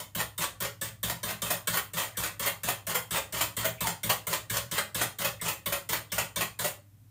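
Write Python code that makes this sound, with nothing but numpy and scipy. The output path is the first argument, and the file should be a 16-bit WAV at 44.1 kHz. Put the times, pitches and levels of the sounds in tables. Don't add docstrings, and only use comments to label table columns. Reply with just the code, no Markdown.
import sys
import numpy as np
from scipy import signal
from scipy.fft import rfft, irfft
from scipy.io import wavfile

SR = 44100
rng = np.random.default_rng(int(sys.argv[2]) if len(sys.argv) > 2 else 0)


def wav_record(signal):
    frames = np.transpose(np.atleast_2d(signal))
    bounded = np.clip(frames, -1, 1)
    quanta = np.round(bounded * 32767).astype(np.int16)
    wavfile.write(sys.argv[1], SR, quanta)


N = 313110

# start in seconds, strike level in dB, thump level in dB,
# drag level in dB, time from the start to the drag's peak in seconds.
STROKES = [(0.1486, -24, -32.5, -29, 0.048), (0.378, -23, -34.5, -28, 0.047),
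           (0.6024, -22, -35.5, -32, 0.045), (0.8113, -22, -35, -35.5, 0.049),
           (1.0294, -20, -30.5, -33, 0.058), (1.2299, -22, -36.5, -34, 0.066),
           (1.418, -19, -34.5, -33, 0.059), (1.6714, -17, -34, -32.5, 0.077),
           (1.9335, -26, -36, -30, 0.074), (2.1693, -22.5, -32.5, -29, 0.069),
           (2.394, -22.5, -33.5, -28.5, 0.067), (2.6327, -22.5, -33, -28, 0.058),
           (2.8669, -23, -37.5, -29, 0.038), (3.1069, -23, -31.5, -23, 0.052),
           (3.3232, -26.5, -34.5, -27.5, 0.062), (3.566, -21, -31, -30, 0.048),
           (3.8055, -19, -31, -30, 0.06), (4.0317, -20.5, -32.5, -36, 0.072),
           (4.2673, -22, -36, -28.5, 0.058), (4.4971, -22, -32.5, -26, 0.061),
           (4.7117, -22, -32.5, -27.5, 0.058), (4.9449, -22.5, -30.5, -27.5, 0.056),
           (5.1847, -25.5, -35.5, -29, 0.038), (5.4122, -25, -33, -29, 0.051),
           (5.658, -20.5, -34, -36, 0.057), (5.8891, -20, -35, -29.5, 0.059),
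           (6.1179, -20, -33.5, -33, 0.066), (6.3585, -21, -33.5, -31.5, 0.051),
           (6.5893, -21, -35.5, -32, 0.061)]
# start in seconds, level in dB, decay time in seconds.
FAR_SLAPS = [(0.0, -29.5, 0.011), (0.2113, -27.5, 0.0053), (0.418, -29.5, 0.011), (0.622, -30.5, 0.0079),
             (1.083, -33, 0.004), (1.097, -23.5, 0.0085), (1.289, -32.5, 0.015), (1.308, -33, 0.0056),
             (1.502, -21.5, 0.021), (1.737, -31, 0.025), (1.771, -23, 0.0074), (1.968, -27.5, 0.041),
             (2.235, -30, 0.012), (2.46, -24, 0.007), (2.685, -33.5, 0.011), (2.9438, -25.5, 0.0086),
             (2.951, -21.5, 0.015), (3.165, -32.5, 0.016), (3.4079, -21, 0.018), (3.645, -24, 0.0053),
             (3.651, -21, 0.014), (3.87, -21, 0.006), (4.093, -24.5, 0.0047), (4.0969, -18.5, 0.013),
             (4.312, -36, 0.0094), (4.328, -25, 0.014), (4.5683, -24, 0.006), (4.7787, -28, 0.015),
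             (5.013, -22, 0.016), (5.245, -20.5, 0.017), (5.48, -25, 0.022), (5.722, -23.5, 0.02),
             (5.9308, -25.5, 0.0027), (6.18, -22.5, 0.015), (6.4075, -25.5, 0.014), (6.642, -24.5, 0.018)]

BODY_TOP_HZ, TREBLE_FROM_HZ, TOP_FROM_HZ = 1184, 3600, 9700


def from_db(db):
    return 10 ** (np.asarray(db) / 20)


def rms_one(x):
    return x / np.sqrt(np.mean(x ** 2) + 1e-20)


def at_hz(points, hz):
    points = np.array(points)
    return np.interp(np.log(hz + 1), np.log(points[:, 0]), points[:, 1])


def coloured(x, gain):
    return irfft(rfft(x) * gain(np.fft.rfftfreq(len(x), 1 / SR)), len(x))


def drift(rate):
    r = np.exp(-2 * np.pi * rate / SR)
    smooth = signal.lfilter([1], [1, -2 * r, r * r], rng.standard_normal(N + SR))
    return rms_one(smooth[SR:])


def resonances(x, modes):
    out = np.zeros(N)
    for k, (hz, width, level_db) in enumerate(modes):
        r = np.exp(-np.pi * width / SR)
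        poles = [1, -2 * r * np.cos(2 * np.pi * hz / SR), r * r]
        out += (-1) ** k * from_db(level_db) * signal.lfilter([1 - r, 0, r - 1], poles, x)
    return out


def patchy(x, depth_db, rate):
    out = np.zeros(N)
    for centre in 250 * 2 ** np.arange(0, 6.5, .5):
        band = coloured(x, lambda hz: np.clip(1 - 2 * np.abs(np.log2((hz + 1) / centre)), 0, 1))
        out += band * from_db(depth_db * drift(rate))
    return out


def add(track, s, shape, levels_db):
    i = int(max(s, 0) * SR)
    track[:, i:i + shape.shape[1]] += from_db(levels_db)[:, None] * shape[:, :N - i]


def contact_force():
    # change in dB for the body, middle, treble and top rows.
    strike_rows_db = np.array([-12.5, 1.46, -7.5, -2.5])
    drag_rows_db = np.array([-17, 0.55, -7.5, -6.5])
    slap_rows_db = np.array([-15, 0.6, -6.5, -1.5])
    extra_rise_s = np.array([0.019, 0.0039, 0.00071, 0.00025])
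    strike_onset_s, knock_decay_s, strike_decay_s = 0.00086, 0.01, 0.02
    swell_share = 0.12
    lift_s, lift_db_per_db, gentle_slap_db = 0.027, 0.6, -26.5

    knocks, strikes, slaps, drags = np.full((4, 4, N), 1e-9)
    t = np.arange(SR // 5) / SR
    rise = 1 - np.exp(-t / (strike_onset_s + extra_rise_s[:, None]))
    for s, peak_db, thump_db, drag_db, time_to_peak in STROKES:
        add(knocks, s, rise * np.exp(-t / knock_decay_s), peak_db + strike_rows_db)
        add(strikes, s, rise * np.exp(-t / strike_decay_s), peak_db + strike_rows_db)
        swell = np.sin(np.pi * np.clip(t[None] / (2 * time_to_peak), 0, 1)) ** 2
        add(drags, s, swell, drag_db + drag_rows_db)

    lift_db = np.zeros(N)
    for s, peak_db, decay in FAR_SLAPS:
        shape = (1 - np.exp(-t / (swell_share * decay))) * np.exp(-t / decay)
        add(slaps, s, shape[None] / shape.max(), peak_db + slap_rows_db)
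        before = np.clip((s - np.arange(N) / SR) / lift_s, 0, 1)
        hardness_db = max(peak_db - gentle_slap_db, 0)
        lift_db += lift_db_per_db * hardness_db * np.sin(np.pi * np.sqrt(before))
    return knocks, strikes, slaps, drags * from_db(2.94 * drift(45) - lift_db)


def wire_clicks():
    clicks_per_s, spread_db = 16000, 2.0
    sizes = from_db(spread_db * np.minimum(rng.exponential(1, N), 5)) * rng.choice([-1, 1], N)
    return rms_one(sizes * (rng.random(N) < clicks_per_s / SR))


def wire_rattle(clicks, strikes, scrapes):
    # frequency in Hz, relative level in dB.
    rattle_tone = [(140, -24), (230, -2.5), (415, 4.5), (496, 1.5), (572, 8), (1050, 3.5), (1150, -3),
                   (1590, -8), (3670, -10.5), (5540, -11), (8670, -7.5), (11100, -14), (14300, -10),
                   (15600, -12.5), (16500, -27)]
    rattle = coloured(clicks, lambda hz: from_db(at_hz(rattle_tone, hz)))
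    rattle = rms_one(patchy(rattle, depth_db=2.0, rate=17.6))
    under = []
    for edge in (BODY_TOP_HZ, TREBLE_FROM_HZ, TOP_FROM_HZ):
        under.append(coloured(rattle, lambda hz: 1 / (1 + (hz / edge) ** 6)))
    bands = np.diff([0 * rattle, *under, rattle], axis=0) * from_db([[5.0], [3.0], [7.0], [7.0]])
    strike_share = from_db([[-10.0], [-9.0], [-1.5], [-1.5]])
    return np.sum(bands * (scrapes + strike_share * strikes), axis=0)


def jug_ring(clicks, knocks, scrapes):
    # frequency in Hz, width in Hz unless the damping below is wider,
    # relative level in dB for knocks, relative level in dB for drags and slaps.
    jug_modes = [(417, 25, 10.5, 4), (616, 16, 18, -33), (550, 12, 0, 15), (1030, 13, 21, -51),
                 (1180, 126, 11.5, 19.5), (1170, 30, -17, 13), (1348, 40, -10.5, -12.5),
                 (1757, 23, 0, -21.5), (1852, 130, -9, -1.5), (2172, 13, -3, 6.5), (2310, 17, -23, -0.5),
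                 (2610, 63, -13, 8), (3168, 110, -8.5, 0), (3593, 200, -2.5, 5), (4480, 300, -16.5, -6),
                 (5850, 58, -2, -7), (6980, 640, -15, -1.5), (8050, 33, 4.5, 10), (8600, 15, -19, -48)]
    out = np.zeros(N)
    for k, (hz, width, knock_db, scrape_db) in enumerate(jug_modes):
        row = int(hz > BODY_TOP_HZ) + int(hz > TREBLE_FROM_HZ)
        force = from_db(knock_db + 14.5) * knocks[row] + from_db(scrape_db) * scrapes[row]
        uneven = from_db(2.5 * np.clip(drift(25), -3, 1.3))
        damped_width = max(width, 60 + hz / 18)
        out += (-1) ** k * resonances(force * uneven * clicks, [(hz, damped_width, 0)])
    return out


def slosh(force):
    bubbles_per_s, pitch_count = 370, 24
    sizes = from_db(3.0 * np.minimum(rng.exponential(1, N), 3.0))
    born = (rng.random(N) < bubbles_per_s / SR) * sizes
    dealt = rng.integers(0, pitch_count, N)
    out = np.zeros(N)
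    for k, hz in enumerate(np.geomspace(450, 4200, pitch_count)):
        out += resonances(force * born * (dealt == k) + 1e-12, [(hz, hz / 9, 0)])
    return from_db(18.0) * out


def thumps():
    # frequency in Hz, width in Hz, relative level in dB.
    counter_modes = [(69, 3.9, -5.5), (114.8, 5.1, 1), (168, 9.2, -0.5), (206, 9.3, -6.5), (317, 26, -9.5)]
    lag_s, slap_thump_db = 0.0117, -17.5
    blows = [(row[0], row[2]) for row in STROKES]
    blows += [(row[0], row[1] + slap_thump_db) for row in FAR_SLAPS]
    starts, levels_db = np.array(blows).T
    pushes = np.zeros(N)
    pushes[((np.maximum(starts, 0) + lag_s) * SR).astype(int)] = from_db(levels_db)
    soft = np.convolve(pushes, np.hanning(SR // 250))[:N] + 1e-12
    return from_db(21.5) * sum(resonances(soft * from_db(2.0 * drift(2.5)), [mode]) for mode in counter_modes)


def whisk():
    knocks, strikes, slaps, drags = contact_force()
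    clicks = wire_clicks()
    scrapes = slaps + drags
    out = wire_rattle(clicks, strikes, scrapes) + jug_ring(clicks, knocks, scrapes)
    return out + slosh(drags[1] + .4 * slaps[1]) + thumps()


def kitchen(x, wet_db, count=9):
    # frequency in Hz, time to fall by 60 dB in seconds.
    echo_times = [(100, 0.3), (260, 0.3), (700, 0.28), (1840, 0.26), (4850, 0.26), (12800, 0.23)]
    t = np.arange(SR // 2) / SR
    edges = 40 * 2. ** np.arange(10)
    edges[-1] = .45 * SR
    echo = np.zeros((count, len(t)))
    for low, high in zip(edges, edges[1:]):
        octave = signal.butter(2, [low, high], "band", fs=SR, output="sos")
        band = signal.sosfilt(octave, rng.standard_normal(echo.shape))
        echo += band * from_db(-60 * t / at_hz(echo_times, np.sqrt(low * high)))
    echo *= 1 - np.exp(-t / 0.0012)
    echo /= np.sqrt(np.sum(echo ** 2, axis=1, keepdims=True))
    place = np.arange(N) / SR * 23 % count
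    apart = np.abs((place - np.arange(count)[:, None] + count / 2) % count - count / 2)
    shares = np.cos(np.pi / 2 * np.clip(apart, 0, 1))
    wet = signal.fftconvolve(x * shares, echo, axes=1)[:, :N].sum(axis=0)
    return x + from_db(wet_db) * wet


def background():
    # frequency in Hz, level in dB around which it wavers.
    hum_tones = [(100, -57.5), (114, -62.5), (300, -79)]
    # frequency in Hz, relative level in dB.
    hiss_tone = [(18, -43), (30, -19), (55, -11), (80, -21), (140, -11), (200, -23.5), (300, -21.5),
                 (350, -37), (1000, -39.5), (4770, -45.5), (11100, -42), (14500, -41), (16500, -57)]
    hiss_db = -61.5
    t = np.arange(N) / SR
    hum = np.zeros(N)
    for hz, db in hum_tones:
        waver = from_db(db + 1.5 * drift(3.4))
        hum += np.sqrt(2) * waver * np.sin(2 * np.pi * (hz * t + rng.random()))
    hiss = coloured(rng.standard_normal(N), lambda hz: from_db(at_hz(hiss_tone, hz)))
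    return hum + from_db(hiss_db) * rms_one(hiss)


def gloops():
    # start in seconds, level in dB, starting pitch in Hz, time to fall by 60 dB in seconds.
    air_pockets = [(0.42, -22, 1125, 0.067), (1.509, -24.5, 636, 0.1), (1.987, -19, 1180, 0.032),
                   (2.244, -28.5, 1476, 0.073), (2.45, -12, 1186, 0.026), (2.946, -30, 1410, 0.093),
                   (2.964, -35, 921, 0.056), (3.644, -21, 634, 0.095), (3.846, -19.5, 908, 0.1),
                   (3.869, -23, 856, 0.077), (4.101, -19, 1134, 0.06), (4.334, -29, 608, 0.14),
                   (4.789, -32.5, 582, 0.22), (5.248, -31, 1450, 0.085), (6.65, -23, 579, 0.09)]
    out, t = np.zeros(N), np.arange(SR // 5) / SR
    for s, peak_db, hz, t60 in air_pockets:
        i = int(s * SR)
        shape = (1 - np.exp(-t / 0.0026)) * from_db(peak_db - 60 * t / t60)
        out[i:i + len(t)] += shape * np.sin(2 * np.pi * hz * t * (1 + 0.29 * t))
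    return out


def light_touches():
    # start in seconds, relative level in dB, centre frequency in Hz.
    touches = [(2.14, -31, 1900), (3.7694, -28.5, 2460), (5.39, -25, 2040), (6.094, -32, 3420)]
    touch_s, width_hz = 0.035, 450
    out, t = np.zeros(N), np.arange(N) / SR
    for s, level_db, hz in touches:
        swell = np.sin(np.pi * np.clip((t - s) / touch_s, 0, 1)) * rng.standard_normal(N)
        once = resonances(swell + 1e-9, [(hz, width_hz, level_db)])
        out += resonances(once, [(hz, width_hz, 0)])
    return out


def scene():
    sources = whisk() + gloops() + light_touches()
    return (from_db(-5.5) * kitchen(sources, wet_db=-1.0) + background())[None]


def record(dry):
    # frequency in Hz, width in Hz, level in dB, sign (-1 takes away, 1 adds).
    microphone_colour = [(11200, 1100, -11.5, -1), (14550, 1100, -6, 1)]
    low_hz, cutoff_hz = 45, 16200
    thin = signal.sosfilt(signal.butter(3, low_hz, "high", fs=SR, output="sos"), dry)
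    colour = sum(np.sign(sign) * resonances(thin[0], [(hz, width, db)])
                 for hz, width, db, sign in microphone_colour)
    return signal.sosfilt(signal.cheby2(14, 60, cutoff_hz, fs=SR, output="sos"), thin + colour)


dry = scene()
out = record(dry)
wav_record(out)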